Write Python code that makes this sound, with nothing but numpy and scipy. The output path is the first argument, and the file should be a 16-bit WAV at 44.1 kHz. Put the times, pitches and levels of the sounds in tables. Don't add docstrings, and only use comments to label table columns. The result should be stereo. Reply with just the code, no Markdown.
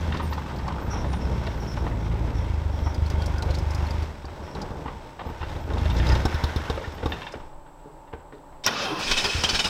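import sys
import numpy as np
from scipy import signal
from scipy.fft import rfft, irfft, next_fast_len
from scipy.io import wavfile
from scipy.ndimage import uniform_filter1d

SR = 44100
rng = np.random.default_rng(int(sys.argv[2]) if len(sys.argv) > 2 else 0)


def master_out(mix):
    frames = np.transpose(np.atleast_2d(mix))
    ceiling = np.clip(frames, -1, 1)
    pcm = np.round(ceiling * 32767).astype(np.int16)
    wavfile.write(sys.argv[1], SR, pcm)


N = 427309
T = np.arange(N) / SR


# [t/s, f/Hz]
REVS = [(0, 82.8), (.25, 76.8), (.7, 61.6), (1.2, 66.0), (1.5, 54.7), (1.75, 57.0), (2, 53.5), (2.3, 56.5),
        (2.75, 47.6), (3, 51.6), (3.3, 49.2), (3.75, 49.3), (4, 51.7), (5.6, 32.85), (5.75, 49), (5.9, 55),
        (6.05, 62), (6.2, 64), (6.3, 43.6)]
CYLINDERS_DB = [-6, -16, -6, -16, -1, -16, 0, -16]
# [t/s, level/dB]
THROTTLE = [(0, -31.5), (.3, -35), (.45, -42.5), (.62, -35.5), (.9, -31.5), (1.4, -27), (1.75, -32),
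            (2.0, -24.5), (2.5, -23.5), (2.75, -28), (3.0, -23), (4.02, -26), (4.08, -43.5), (5.0, -60.5),
            (5.45, -32.5), (5.66, -37.5), (5.74, -24.5), (5.95, -20), (6.08, -19.5), (6.16, -17),
            (6.22, -28), (6.26, -65)]
# [t/s, share 0-1 of the cylinder pattern]
LOPE = [(0, 0.5), (.35, 0.85), (1.75, 0.2), (3.0, 0.8), (3.9, 0.88), (4.1, 0.5), (5.7, 0.58), (6.26, 0.7)]
FIRST_PHASE = 0.87
EVEN_DB, UNEVEN_DB = 1.4, 4
OPEN_DB, SHUT_DB = -25, -36
LATE_S = 0.0012
# [f/Hz, t60/s, level/dB]
PIPE = [(30, 0.079, -2), (63, 0.21, -32), (77.6, 0.27, 3), (91.6, 0.13, -4), (120, 0.056, -2.5),
        (152, 0.041, -17), (250, 0.056, -31), (328, 0.034, 3)]
# [f/Hz, width/Hz, level/dB]
RASP = [(1450, 120, 6), (1815, 80, -7), (2100, 280, 4.5), (3250, 220, -0.5), (3750, 130, -14),
        (5050, 200, -24)]
RASP_DB, RASP_T60_S = -22.5, 0.061
# [t/s, level/dB, treble/dB]
ROAR = [(0, -33.5, -4), (.72, -35, -8), (.92, -30.5, -10), (1.5, -31, -9.5), (1.87, -30, -11.5),
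        (2.1, -30.5, -12), (2.9, -34.5, -7.5), (3.34, -30, -9), (4.04, -33, -5.5), (4.23, -45.5, -2.5),
        (4.6, -30, -12), (5.16, -43, -5), (5.25, -39.5, -5.5), (5.42, -40.5, -3), (5.5, -31.5, -8.5),
        (5.65, -37.5, -6), (5.74, -27, -11), (6.04, -30.5, -2.5), (6.1, -28.5, 1), (6.2, -30, -4.5),
        (6.33, -35.5, 1), (6.71, -34.5, -2), (6.96, -39, -4), (7.11, -30, -8), (7.3, -46.5, 2.5),
        (7.5, -47.5, -10), (7.6, -50, -25)]
# [f/Hz, level/dB per Hz]
ROAR_COLOUR = [(71, 2.5), (120, -4), (156, -4.5), (208, -9), (598, -11.5), (676, -16), (936, -16.5),
               (1690, -27), (4390, -36), (5610, -36.5), (9710, -51.5), (14300, -51), (15500, -71)]
# [f/Hz, width/Hz, level/dB]
BAY = [(900, 100, 0.5), (1523, 165, -5.5), (1790, 310, -9.5), (2150, 230, -8.5), (2610, 240, -8.5),
       (3290, 300, -6), (3700, 430, -7.5), (5240, 490, -8.5)]
BAY_PATCHY_DB, CRACKLE_DB = 4, 2
DRUM_DB, DRUM_DB_PER_HZ, DRUM_FULL_HZ = -2, 0.57, 67.4

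# [f/Hz, level/dB per Hz]
FIELD = [(12, -36), (20, 17), (98, -13.5), (153, -2.5), (213, -21), (289, -5), (465, -13.5), (565, -8.5),
         (705, -12), (857, -7), (1870, -28.5), (6540, -41), (7730, -46), (8880, -46), (15500, -44.5)]
FIELD_DB = -43.5
DRONE_HZ, DRONE_DB = 587, -57.5
INSECT_HZ, INSECT_DB = 7840, -70.5
HUM_HZ, HUM_WIDTH_HZ, HUM_DB = 877, 145, -56

# [t/s, level/dB, centre f/Hz]
PUFFS = [(.008, -49, 6050), (.142, -42, 5000), (.172, -38, 4500), (.33, -36, 4500), (.56, -41, 4470),
         (.586, -42, 4500), (.6784, -38, 4550), (.7223, -43, 3910), (1.1298, -40, 5520),
         (1.4666, -35, 3670), (3.423, -37, 4730), (3.506, -35.5, 4120), (3.55, -37, 4470),
         (4.253, -42, 4670), (4.5491, -37.5, 3920), (4.6159, -32.5, 4870), (5.7344, -39, 3650),
         (5.7813, -35, 3600), (5.8561, -38, 3580), (5.8995, -31.5, 3570), (5.9665, -31, 3900),
         (5.985, -36, 5240), (6.0666, -27.5, 3800), (6.09, -31, 4900), (6.12, -31, 4940),
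         (6.1504, -28, 3700), (6.254, -29, 5400), (6.255, -42, 4000), (6.438, -47, 5000),
         (6.439, -30, 4000), (6.56, -33, 3700), (6.699, -27, 3640), (7.059, -33, 3650), (7.3218, -40, 5160),
         (8.351, -61, 4000), (8.381, -60, 3500)]
LEAK_DB = {6: -52, 0: -39, 2: -35.5}
LEAK_START_S, LEAK_END_S = 2.92, 4.05
LEAK_LAG_S, LEAK_HZ = 0.004, 4800
LEAK_SWELL_DB = 4.5
LEAK_AIR_DB, PUFF_AIR_DB = -12.5, -27

# [t/s, level/dB, panel f/Hz, bracket level/dB]
RATTLES = [(.121, -23, 1290, -4), (.144, -23, 1050, -10), (.169, -43, 406, 5.5), (.197, -21, 1000, -10),
           (.323, -24, 990, -6), (.376, -24.5, 970, -19), (.412, -39, 1050, -16), (.46, -35, 1100, -16),
           (.505, -39, 950, -14), (.59, -33, 1050, -8), (.655, -32, 900, -18), (.681, -21, 945, -11),
           (.702, -27, 900, -18), (.782, -28.5, 1150, -17), (.858, -41, 1240, -16), (.907, -29, 1220, -16),
           (.93, -28, 875, -17), (.956, -25.5, 840, -10), (1.042, -30.5, 900, -4.5),
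           (1.131, -24, 816, -5.5), (1.469, -22.5, 640, -6), (1.769, -23.5, 890, -20),
           (1.865, -23, 840, -11), (1.912, -29, 504, -7), (2.867, -23.5, 820, -17), (3.215, -36, 433, -4),
           (3.424, -26, 840, -22), (3.487, -24, 595, -17), (4.279, -31, 835, -17), (4.477, -33, 910, -10),
           (4.566, -24, 415, -22), (4.6, -35, 300, -25), (4.645, -35, 327, -23), (4.858, -29, 920, -8),
           (4.879, -25.5, 1040, -11), (5.192, -25, 810, -5.5), (5.207, -35, 870, -16),
           (5.287, -33, 860, -18), (5.411, -24.5, 890, -4.5), (5.428, -28.5, 1260, -8),
           (5.701, -23, 486, -11), (5.77, -24.5, 840, -18), (5.855, -26, 590, -2.5),
           (5.906, -29.5, 880, -1), (5.999, -28, 890, -0.5), (6.099, -37, 514, 5), (6.153, -20.5, 830, -5),
           (6.5, -40, 900, -6), (6.773, -20.5, 517, -11), (6.81, -30.5, 514, -11), (6.84, -29, 1500, -3.5),
           (6.925, -36, 830, -14), (6.98, -32, 440, -3.5), (7.027, -23, 530, -13), (7.12, -26.5, 720, 2),
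           (7.218, -32, 1030, 0.5), (7.267, -33, 925, 2), (7.338, -23.5, 526, -19), (7.4, -37, 890, -13),
           (7.529, -49.5, 900, -7), (7.662, -46, 1500, -9), (7.79, -59, 900, -0.5), (7.863, -49, 416, -20),
           (7.907, -66, 900, -3), (7.983, -59, 900, -4), (8.07, -47, 900, -6), (8.128, -27, 464, -21),
           (8.192, -44, 510, -12), (8.322, -35, 410, -10), (8.524, -42.5, 900, -13)]
# [f/Hz, width/Hz, level/dB]
BODY = [(396, 103, 5), (547, 275, 4), (887, 630, 6), (1320, 520, -21), (2020, 320, -10)]
# [f/Hz, width/Hz, level/dB]
BRACKET = [(1430, 54, 4), (1800, 180, 4), (2724, 48, 2), (3590, 68, 4), (2420, 1770, -2)]
RATTLE_T60_S, T60_S_PER_DB = 0.092, 0.0034
BUMPS_PER_S, BUMPS_END_S, BUMP_DB = 7, 4.0, -34
BRACKET_TILT = 0.62

# [t/s, length/s, f/Hz, level/dB]
SQUEAKS = [(.21, .06, 14200, -61), (.215, .045, 9550, -57), (.22, .14, 12000, -68), (.245, .05, 8600, -57),
           (.3, .05, 12300, -62), (.36, .1, 14200, -70), (.295, .065, 14300, -56), (.544, .051, 13900, -64),
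           (0.79, .12, 14200, -63), (0.894, 0.072, 5550, -45.5), (0.947, 0.11, 5500, -51),
           (1.067, 0.14, 9250, -60), (1.192, 0.089, 5300, -54.5), (1.287, 0.13, 5300, -61),
           (1.378, 0.18, 5470, -61), (1.48, .36, 14000, -70), (1.59, 0.07, 5460, -52),
           (1.661, 0.094, 5330, -47.5), (1.74, 0.1, 5380, -57), (1.97, .17, 5530, -62),
           (2.33, 0.13, 5470, -57), (2.69, 0.15, 5380, -60), (2.82, 0.12, 5470, -53),
           (2.7, 0.28, 14000, -73), (3.42, .12, 14200, -73), (4.394, 0.24, 5370, -61),
           (5.25, .08, 13800, -66), (5.587, .1, 13700, -68), (5.91, 0.056, 14000, -62),
           (6.927, .04, 14000, -62), (7.082, 0.066, 14100, -60)]
# [multiple of its pitch, level/dB, flutter/(1/s)]
SQUEAL = [(1, -1, 40), (1.05, -4, 60), (1.1, -10, 80)]
OCTAVE_DB = -21
SAG_HZ_PER_S = -500
TOP_HZ = 15900

# [t/s, length/s, f/Hz, level/dB]
SCRAPES = [(3.18, 0.091, 3240, -50), (3.2, 0.055, 1480, -45), (3.32, 0.13, 1450, -45),
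           (6.07, 0.075, 5080, -43), (6.08, 0.079, 1820, -38), (6.09, .07, 1480, -39),
           (6.27, 0.12, 2580, -51), (6.3, 0.14, 1820, -46), (6.33, .08, 1470, -42), (6.36, .07, 2130, -46),
           (6.42, 0.062, 1740, -50), (6.58, 0.088, 1700, -48), (6.64, 0.053, 3000, -52),
           (6.67, 0.055, 1500, -43), (6.76, 0.076, 550, -39), (7.12, 0.049, 2680, -48),
           (7.22, 0.037, 2740, -47)]
SCRAPE_WIDTH_HZ = 140

# [t/s, level/dB, crack level/dB]
POPS = [(4.243, -37, -8), (4.401, -34.5, -12), (4.55, -38.5, -7), (4.622, -32, -15), (4.705, -30, -15),
        (4.856, -37, -7), (5.262, -30, -15), (5.299, -32, -14), (5.427, -30, -20), (5.495, -27, -40),
        (5.559, -26.5, -18), (6.251, -19, -10), (6.341, -19.5, -29), (6.436, -18.5, -16.5),
        (6.559, -19.5, -18.5), (6.697, -24.5, -8.5), (6.741, -28, -27), (6.874, -27.5, -21),
        (7.033, -30, -16), (7.056, -23, -10.5), (7.353, -44, -1.5), (8.133, -37.5, -6.5), (9.115, -35, -31),
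        (9.175, -42, -28), (9.24, -35, -26), (9.347, -22, -24), (9.382, -24.5, -26), (9.443, -28, -25),
        (9.529, -29.5, -10), (9.649, -37, -5.5)]
# [f/Hz, t60/s, level/dB]
CRACK = [(355, 0.049, -6.5), (480, 0.033, 2), (828, 0.016, 6), (1120, 0.025, -5), (1530, 0.085, -13.5)]
# [f/Hz, width/Hz, level/dB]
FIZZ = [(2210, 300, -13), (3680, 450, 11), (5170, 530, 6), (10000, 8700, -14.5)]
# [f/Hz, t60/s, level/dB]
MUFFLER = [(117, 0.03, 8.5), (184, 0.026, 3.5), (340, 0.025, 3), (560, .03, 7), (850, .025, 3)]
FIZZ_DB, FIZZ_POWER, FIZZ_PER_CRACK = -38.5, 1.8, 0.11

# [t/s, level/dB, t60/s]
ROCKS = [(7.395, -18.5, 0.83), (7.53, -21, 0.51), (8.525, -20, 0.43), (9.06, -13, .3), (9.1, -6, 0.52),
         (9.52, -13, 0.44)]
ROCK_HZ = 14.7
# [t/s, level/dB]
KNOCKS = [(7.858, -39), (7.9, -49), (8.134, -39), (8.335, -41.5), (8.369, -45)]
# [f/Hz, t60/s, level/dB]
KNOCK = [(300, 0.096, 0), (425, 0.11, 1.5)]

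# [t/s, grind level/dB, housing level/dB]
STARTER = [(8.66, -50, -27.5), (8.74, -32.5, -33), (8.8, -26, -34), (8.85, -35, -31.5), (8.93, -53, -35),
           (9.01, -29.5, -33), (9.05, -28, -40), (9.11, -35, -38), (9.16, -29, -41.5), (9.225, -32, -36.5),
           (9.255, -33, -31), (9.29, -34, -37), (9.325, -30.5, -44), (9.42, -33, -36), (9.478, -37, -35),
           (9.53, -34, -38), (9.583, -37, -44), (9.63, -38, -43), (9.69, -41, -32)]
# [f/Hz, level/dB per Hz]
GEAR_WASH = [(880, -24), (1500, -5.5), (1900, -3.5), (2150, -10), (2450, -4.5), (3040, -5), (4260, -7.5),
             (5180, -6.5), (8000, -26), (10400, -56), (17600, -120)]
GEAR_HZ = [1420, 2310, 2430, 2580, 2990, 3160, 3400, 3630, 3830, 4200, 4550, 4920, 5070, 5250, 5570, 5960]
# [t/s, level/dB, t60/s, then the three modes that sing out f/Hz]
CLASHES = [(8.637, -15.5, 0.099, 3640, 5070, 5580), (8.663, -9, 0.032, 5530, 4600, 5960),
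           (8.671, -7.5, 0.061, 1452, 1900, 3090), (8.805, -23.5, 0.73, 2560, 2590, 3150),
           (8.997, -27, 0.045, 5000, 5400, 2480), (9.027, -31, 0.11, 4500, 2650, 5500),
           (9.065, -18, 0.21, 2460, 3180, 3460), (9.095, -21, 0.12, 3440, 4970, 2990),
           (9.112, -6, 0.072, 5550, 2560, 3160), (9.168, -8.5, 0.14, 2573, 3750, 3600),
           (9.239, -11, 0.14, 4990, 3180, 2490), (9.285, -21.5, 0.74, 2530, 3070, 5150),
           (9.4, -36, .1, 3190, 2560, 3880), (9.435, -5, 0.07, 5600, 2990, 3170),
           (9.486, -9.5, 0.11, 3030, 4560, 5320), (9.535, -17, 0.051, 5270, 4510, 1440),
           (9.545, -8.5, 0.1, 3030, 5350, 3800), (9.59, -7.5, 0.085, 2990, 5260, 3640),
           (9.641, -12, 0.14, 2850, 5000, 3620)]
RISE_SHARE = 0.047
SING_DB, SING_WIDTH_HZ, SING_STAGGER_S = -14.5, 140, 0.005
ENGAGE_S, ENGAGE_DB, ENGAGE_T60_S = 8.6635, -11.5, 0.023
CRANKS_S, BRUSH_DB = 8.99, -50.5
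# [t/s, length/s, f/Hz, level/dB]
GROANS = [(8.75, .08, 1220, -36), (8.79, 0.073, 580, -34), (8.84, 0.11, 754, -38), (8.875, 0.051, 410, -35),
          (8.89, 0.1, 1022, -38), (8.907, 0.053, 324, -31), (8.91, .07, 148, -37),
          (9.11, 0.051, 1025, -38.5), (9.24, .06, 410, -36), (9.63, 0.058, 904, -40)]
GROAN_WIDTH_HZ = 44


def undb(db):
    return 10 ** (np.asarray(db) / 20)


def unit(x):
    return x / np.sqrt(np.mean(x ** 2))


def curves(table):
    s, *columns = np.transpose(table)
    return [np.interp(T, s, c) for c in columns]


def noise_source():
    return rng.standard_normal(N)


def band(x, hz, width):
    return signal.lfilter(*signal.iirpeak(hz, hz / width, SR), x)


def narrow(x, hz, width):
    return band(band(x, hz, width), hz, width)


def resonate(x, modes):
    return unit(sum(undb(db) * narrow(x, hz, 1.52 * width) for hz, width, db in modes))


def ring(x, modes):
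    out = 0
    for hz, t60, db in modes:
        pole = np.exp(2j * np.pi * hz / SR - np.log(1000) / (t60 * SR))
        out = out + undb(db) * signal.lfilter([1], [1, -pole], x).imag
    return out


def dull(x, hz):
    return signal.sosfilt(signal.butter(4, hz, fs=SR, output="sos"), x)


def coloured(points):
    hz, db = np.transpose(points)
    size = next_fast_len(N)
    f = np.maximum(np.fft.rfftfreq(size, 1 / SR), 1)
    gain = undb(np.interp(np.log(f), np.log(hz), db))
    return unit(irfft(rfft(rng.standard_normal(size)) * gain, size)[:N])


def walk(rate):
    k = int(SR / rate)
    steps = np.repeat(rng.standard_normal(N // k + 1), k)
    return 0.9 * uniform_filter1d(uniform_filter1d(steps, k), k)[:N]


def bursts(times, dbs, t60s, rises):
    env = np.zeros(N)
    for s, db, t60, rise in np.broadcast(times, dbs, t60s, rises):
        i = int(s * SR)
        t = T[:min(int(t60 * SR), N - i)]
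        env[i:i + len(t)] += undb(db - 60 * t / t60) * (1 - np.exp(-t / rise))
    return env


def swells(rows, width_hz):
    out, noise = np.zeros(N), noise_source()
    for s, length, hz, db in rows:
        i, n = int(s * SR), int(length * SR)
        tone = narrow(noise[i - n:i + n], hz, width_hz)[n:]
        out[i:i + n] += undb(db) * unit(tone) * signal.windows.tukey(n, .6)
    return out


def firings():
    phase = FIRST_PHASE + np.cumsum(curves(REVS)[0]) / SR
    at = np.flatnonzero(np.diff(np.floor(phase))) + 1
    at = at[T[at] < THROTTLE[-1][0]]
    return at, (np.floor(phase[at]).astype(int) - 1) % len(CYLINDERS_DB)


def engine():
    (exhaust_db,), (lope,) = curves(THROTTLE), curves(LOPE)
    scatter_db = np.interp(exhaust_db, [SHUT_DB, OPEN_DB], [UNEVEN_DB, EVEN_DB])
    at, cylinder = firings()
    pattern_db = lope[at] * np.array(CYLINDERS_DB)[cylinder]
    fire_db = pattern_db + scatter_db[at] * rng.standard_normal(len(at))
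    late = (LATE_S * SR * scatter_db[at] * rng.random(len(at))).astype(int)
    kicks = np.zeros(N)
    kicks[at + late] = undb(fire_db + exhaust_db[at])
    push = signal.windows.hann(int(0.0043 * SR))
    exhaust = undb(4.0) * ring(np.convolve(kicks, push / push.sum())[:N], PIPE)
    rasp_db = RASP_DB + exhaust_db[at] + 4 * rng.standard_normal(len(at))
    rasp = bursts(T[at], rasp_db, RASP_T60_S, 0.0027) * resonate(noise_source(), RASP)
    gust = 1.5 + 0.96 * bursts(T[at], fire_db, 0.027, 0.0023) * (exhaust_db > -35)
    return exhaust + rasp + roar_and_drum(gust)


def roar_and_drum(gust):
    roar_db, treble_db = curves(ROAR)
    (hz,) = curves(REVS)
    noise = coloured(ROAR_COLOUR)
    noise = noise + sum(undb(db + BAY_PATCHY_DB * walk(14)) * band(noise, f, w) for f, w, db in BAY)
    deep = signal.sosfilt(signal.butter(2, 1700, fs=SR, output="sos"), noise)
    bass = unit(deep * undb(2.0 * walk(120))) * undb(3.24 * walk(18))
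    flicker_db = 1.33 * walk(25) + CRACKLE_DB * walk(300)
    treble = unit(noise - deep) * undb(treble_db + flicker_db)
    roar = (bass + treble) * gust * undb(roar_db - 5.0)
    drum_db = roar_db + DRUM_DB + DRUM_DB_PER_HZ * np.minimum(hz - DRUM_FULL_HZ, 0)
    drum = unit(narrow(noise_source(), 157.5, 124)) * undb(drum_db + 0.71 * walk(20))
    return (drum + roar) * (T < ROAR[-1][0])


def field():
    drone = np.sin(2 * np.pi * np.cumsum(DRONE_HZ + 3.18 * walk(7.4)) / SR)
    drone = drone * undb(DRONE_DB + 0.83 * walk(17))
    insects = unit(narrow(noise_source(), INSECT_HZ, 760)) * undb(INSECT_DB + 0.4 * walk(12))
    hum = unit(narrow(noise_source(), HUM_HZ, HUM_WIDTH_HZ)) * undb(HUM_DB + 2.1 * walk(10))
    return coloured(FIELD) * undb(FIELD_DB + 1.5 * walk(5)) + drone + insects + hum


def joint_leaks():
    middle_s, half_db = (LEAK_START_S + LEAK_END_S) / 2, LEAK_SWELL_DB / 2
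    swell_db = np.interp(T, [LEAK_START_S, middle_s, LEAK_END_S], [-half_db, half_db, -half_db])
    leaks = []
    for i, c in zip(*firings()):
        if c in LEAK_DB and LEAK_START_S < T[i] < LEAK_END_S:
            db = LEAK_DB[c] + swell_db[i] + 1.5 * rng.standard_normal()
            leaks.append((T[i] + LEAK_LAG_S, db, LEAK_HZ * (1 + .09 * rng.standard_normal())))
    return leaks


def puffs():
    out, noise = np.zeros(N), noise_source()
    air = unit(band(noise_source(), 8200, 7000))
    for rows, air_db in (PUFFS, PUFF_AIR_DB), (joint_leaks(), LEAK_AIR_DB):
        for s, db, hz in rows:
            core = undb(7.5) * narrow(noise, hz, 2440) + undb(10) * narrow(noise, hz, 370)
            tone = undb(-8) * np.sin(2 * np.pi * hz * (T - s))
            out += bursts(s, db, 0.05, 0.00067) * (core + tone + undb(air_db) * air)
    return out


def rattles():
    chatter = unit(noise_source() * undb(2.5 * walk(350)))
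    body = resonate(chatter, BODY)
    bumps = rng.random((int(BUMPS_PER_S * BUMPS_END_S), 4))
    bumps = bumps * [BUMPS_END_S, 5, 600, 10] + [0, BUMP_DB - 2.5, 430, -19]
    out = np.zeros(N)
    for s, db, panel_hz, bracket_db in [*RATTLES, *bumps]:
        t60 = max(RATTLE_T60_S - T60_S_PER_DB * (db + 23.5), .03)
        span = slice(int(s * SR), int((s + t60) * SR))
        hits = chatter[span].copy()
        hits[int(.001 * SR)] += 5 + 3 * max(bracket_db + 5, 0)
        panel = narrow(hits, panel_hz, 0.34 * panel_hz)
        panel = panel / np.std(panel[:int(.025 * SR)])
        tilt = BRACKET_TILT * bracket_db
        spot_db = 2.5 * rng.standard_normal(len(BRACKET))
        modes = [(hz, w, g + d + tilt * np.log2(hz / 1850)) for (hz, w, g), d in zip(BRACKET, spot_db)]
        bracket = resonate(hits, modes)
        out[span] += bursts(s, db - 8.5, t60, 0.0017)[span] * (1.06 * panel + body[span])
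        out[span] += bursts(s, db + bracket_db - 4, 1.1 * t60, .001)[span] * bracket
    return dull(out, 3700)


def squeaks():
    out, noise = np.zeros(N), noise_source() * undb(2.7 * walk(60))
    wobble = walk(120)
    for s, length, hz, db in SQUEAKS:
        i, n = int(s * SR), int(length * SR)
        breath = noise[i:i + n]
        tone = unit(narrow(breath, hz, 440))
        if 2 * hz < TOP_HZ:
            pitch = hz + SAG_HZ_PER_S * T[:n] + 45 * wobble[i:i + n]
            turns = 2j * np.pi * np.cumsum(pitch) / SR
            lines = sum(undb(g + 3.2 * walk(rate)[:n]) * np.exp(k * turns).real for k, g, rate in SQUEAL)
            octave = undb(OCTAVE_DB) * unit(narrow(breath, 2 * hz, 460))
            tone = 0.82 * unit(narrow(breath, 1.027 * hz, 500)) + lines + octave
        out[i:i + n] += undb(db) * tone * signal.windows.tukey(n, .6) * np.linspace(1.3, .7, n)
    return out


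def scrapes():
    return swells(SCRAPES, SCRAPE_WIDTH_HZ)


def pops():
    s, db, crack_db = np.transpose(POPS)
    at = (s * SR).astype(int)
    kicks, cracks = np.zeros((2, N))
    kicks[at], cracks[at] = undb(db), undb(db + crack_db)
    t = T[:int(.01 * SR)]
    shape = np.hanning(len(t)) - 1.6 * np.exp(-((t - .002) / .0008) ** 2)
    push = shape / shape.sum()
    thump = undb(-6) * ring(np.convolve(kicks, push)[:N], PIPE)
    boom = ring(np.convolve(kicks * np.abs(kicks) ** 0.55, push)[:N], MUFFLER)
    front = np.convolve(cracks, shape)[:N]
    spray = bursts(s + 0.00027, db + crack_db, 0.07, 0.0022) * noise_source()
    crack = ring(undb(-27.5) * front + undb(-10.5) * spray, CRACK)
    fizz_db = FIZZ_DB + FIZZ_POWER * (db + 23.5) + FIZZ_PER_CRACK * crack_db
    fizz = bursts(s + 0.0012, fizz_db, 0.075, 0.00086) * resonate(noise_source(), FIZZ)
    return thump + boom + undb(4.0) * front + crack + fizz


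def settling():
    out, taps = np.zeros((2, N))
    for s, db, t60 in ROCKS:
        out += bursts(s, db, t60, 0.015) * np.sin(2 * np.pi * ROCK_HZ * (T - s))
    s, db = np.transpose(KNOCKS)
    taps[(s * SR).astype(int)] = undb(db)
    return out + ring(taps, KNOCK)


def starter():
    grind_db, housing_db = curves(STARTER)
    s, db, t60, *_ = np.transpose(CLASHES)
    on = T > STARTER[0][0]
    blows = bursts(s, db - 6.0, t60, RISE_SHARE * t60)
    teeth = unit(noise_source() * undb(0.63 * walk(400)))
    drive = on * undb(grind_db) + blows
    mode_db = np.interp(GEAR_HZ, *np.transpose(GEAR_WASH))
    metal = sum(band(undb(g + 4 * walk(45)) * drive * teeth, hz, 65) for hz, g in zip(GEAR_HZ, mode_db))
    gears = undb(10.5) * dull(metal, 6900) + undb(-7.5) * drive * coloured(GEAR_WASH)
    for at, peak_db, ring_s, *sung in CLASHES:
        span = slice(int(at * SR), int((at + 1.5 * ring_s) * SR))
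        for k, hz in enumerate(sung):
            rough = .7 * unit(narrow(teeth[span], hz, SING_WIDTH_HZ))
            pure = undb(2.5 * walk(70)[span]) * np.sin(2 * np.pi * (hz * T[span] + rng.random()))
            fall = bursts(at + k * SING_STAGGER_S, peak_db + SING_DB, ring_s, 0.0035)[span]
            gears[span] += fall * (rough + pure)
    snap = unit(narrow(teeth, 5500, 1800) + 0.18 * narrow(teeth, 11500, 5000))
    snap = snap + np.sin(2 * np.pi * 5530 * (T - ENGAGE_S))
    gears = gears + bursts(ENGAGE_S, ENGAGE_DB, ENGAGE_T60_S, 0.00024) * snap
    growl = teeth * undb(1.5 * walk(150))
    housing = unit(resonate(growl, BODY) + undb(-1.5) * unit(band(growl, 200, 200)))
    housing = housing * (on * undb(housing_db) + undb(-11.5) * blows)
    hiss = unit(narrow(teeth, 8000, 3500) + .15 * narrow(teeth, 12000, 7000)) * undb(2 * walk(30))
    hiss = hiss * ((T > CRANKS_S) * undb(BRUSH_DB) + undb(-24.5) * blows)
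    return gears + housing + hiss


def groans():
    return swells(GROANS, GROAN_WIDTH_HZ)


def outdoor_echoes(truck):
    echoes = np.zeros(int(.25 * SR))
    lags = rng.integers(int(.01 * SR), len(echoes), 60)
    echoes[lags] = rng.standard_normal(60) * undb(-60 * lags / SR / .5)
    return undb(-19.5) * band(signal.fftconvolve(truck, echoes)[:N], 680, 3600)


def stereo(mid):
    treble = signal.sosfilt(signal.butter(1, 4000, "high", fs=SR, output="sos"), mid)
    side = undb(-15.5) * treble + undb(-14) * narrow(mid, 11000, 9000)
    side = side + undb(-36) * band(mid, 1650, 780) + undb(-33) * band(mid, 400, 500)
    side = (side + undb(-44) * mid) * walk(250)
    return np.array([mid + side, mid - side])


def scene():
    truck = engine() + puffs() + rattles() + squeaks() + scrapes()
    truck = truck + pops() + settling() + starter() + groans()
    return stereo(truck + outdoor_echoes(truck) + field())


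def record(dry):
    thin = signal.sosfilt(signal.butter(2, 35, "high", fs=SR, output="sos"), dry)
    return signal.sosfilt(signal.ellip(10, .2, 80, TOP_HZ, fs=SR, output="sos"), thin)


dry = scene()
out = record(dry)
master_out(out)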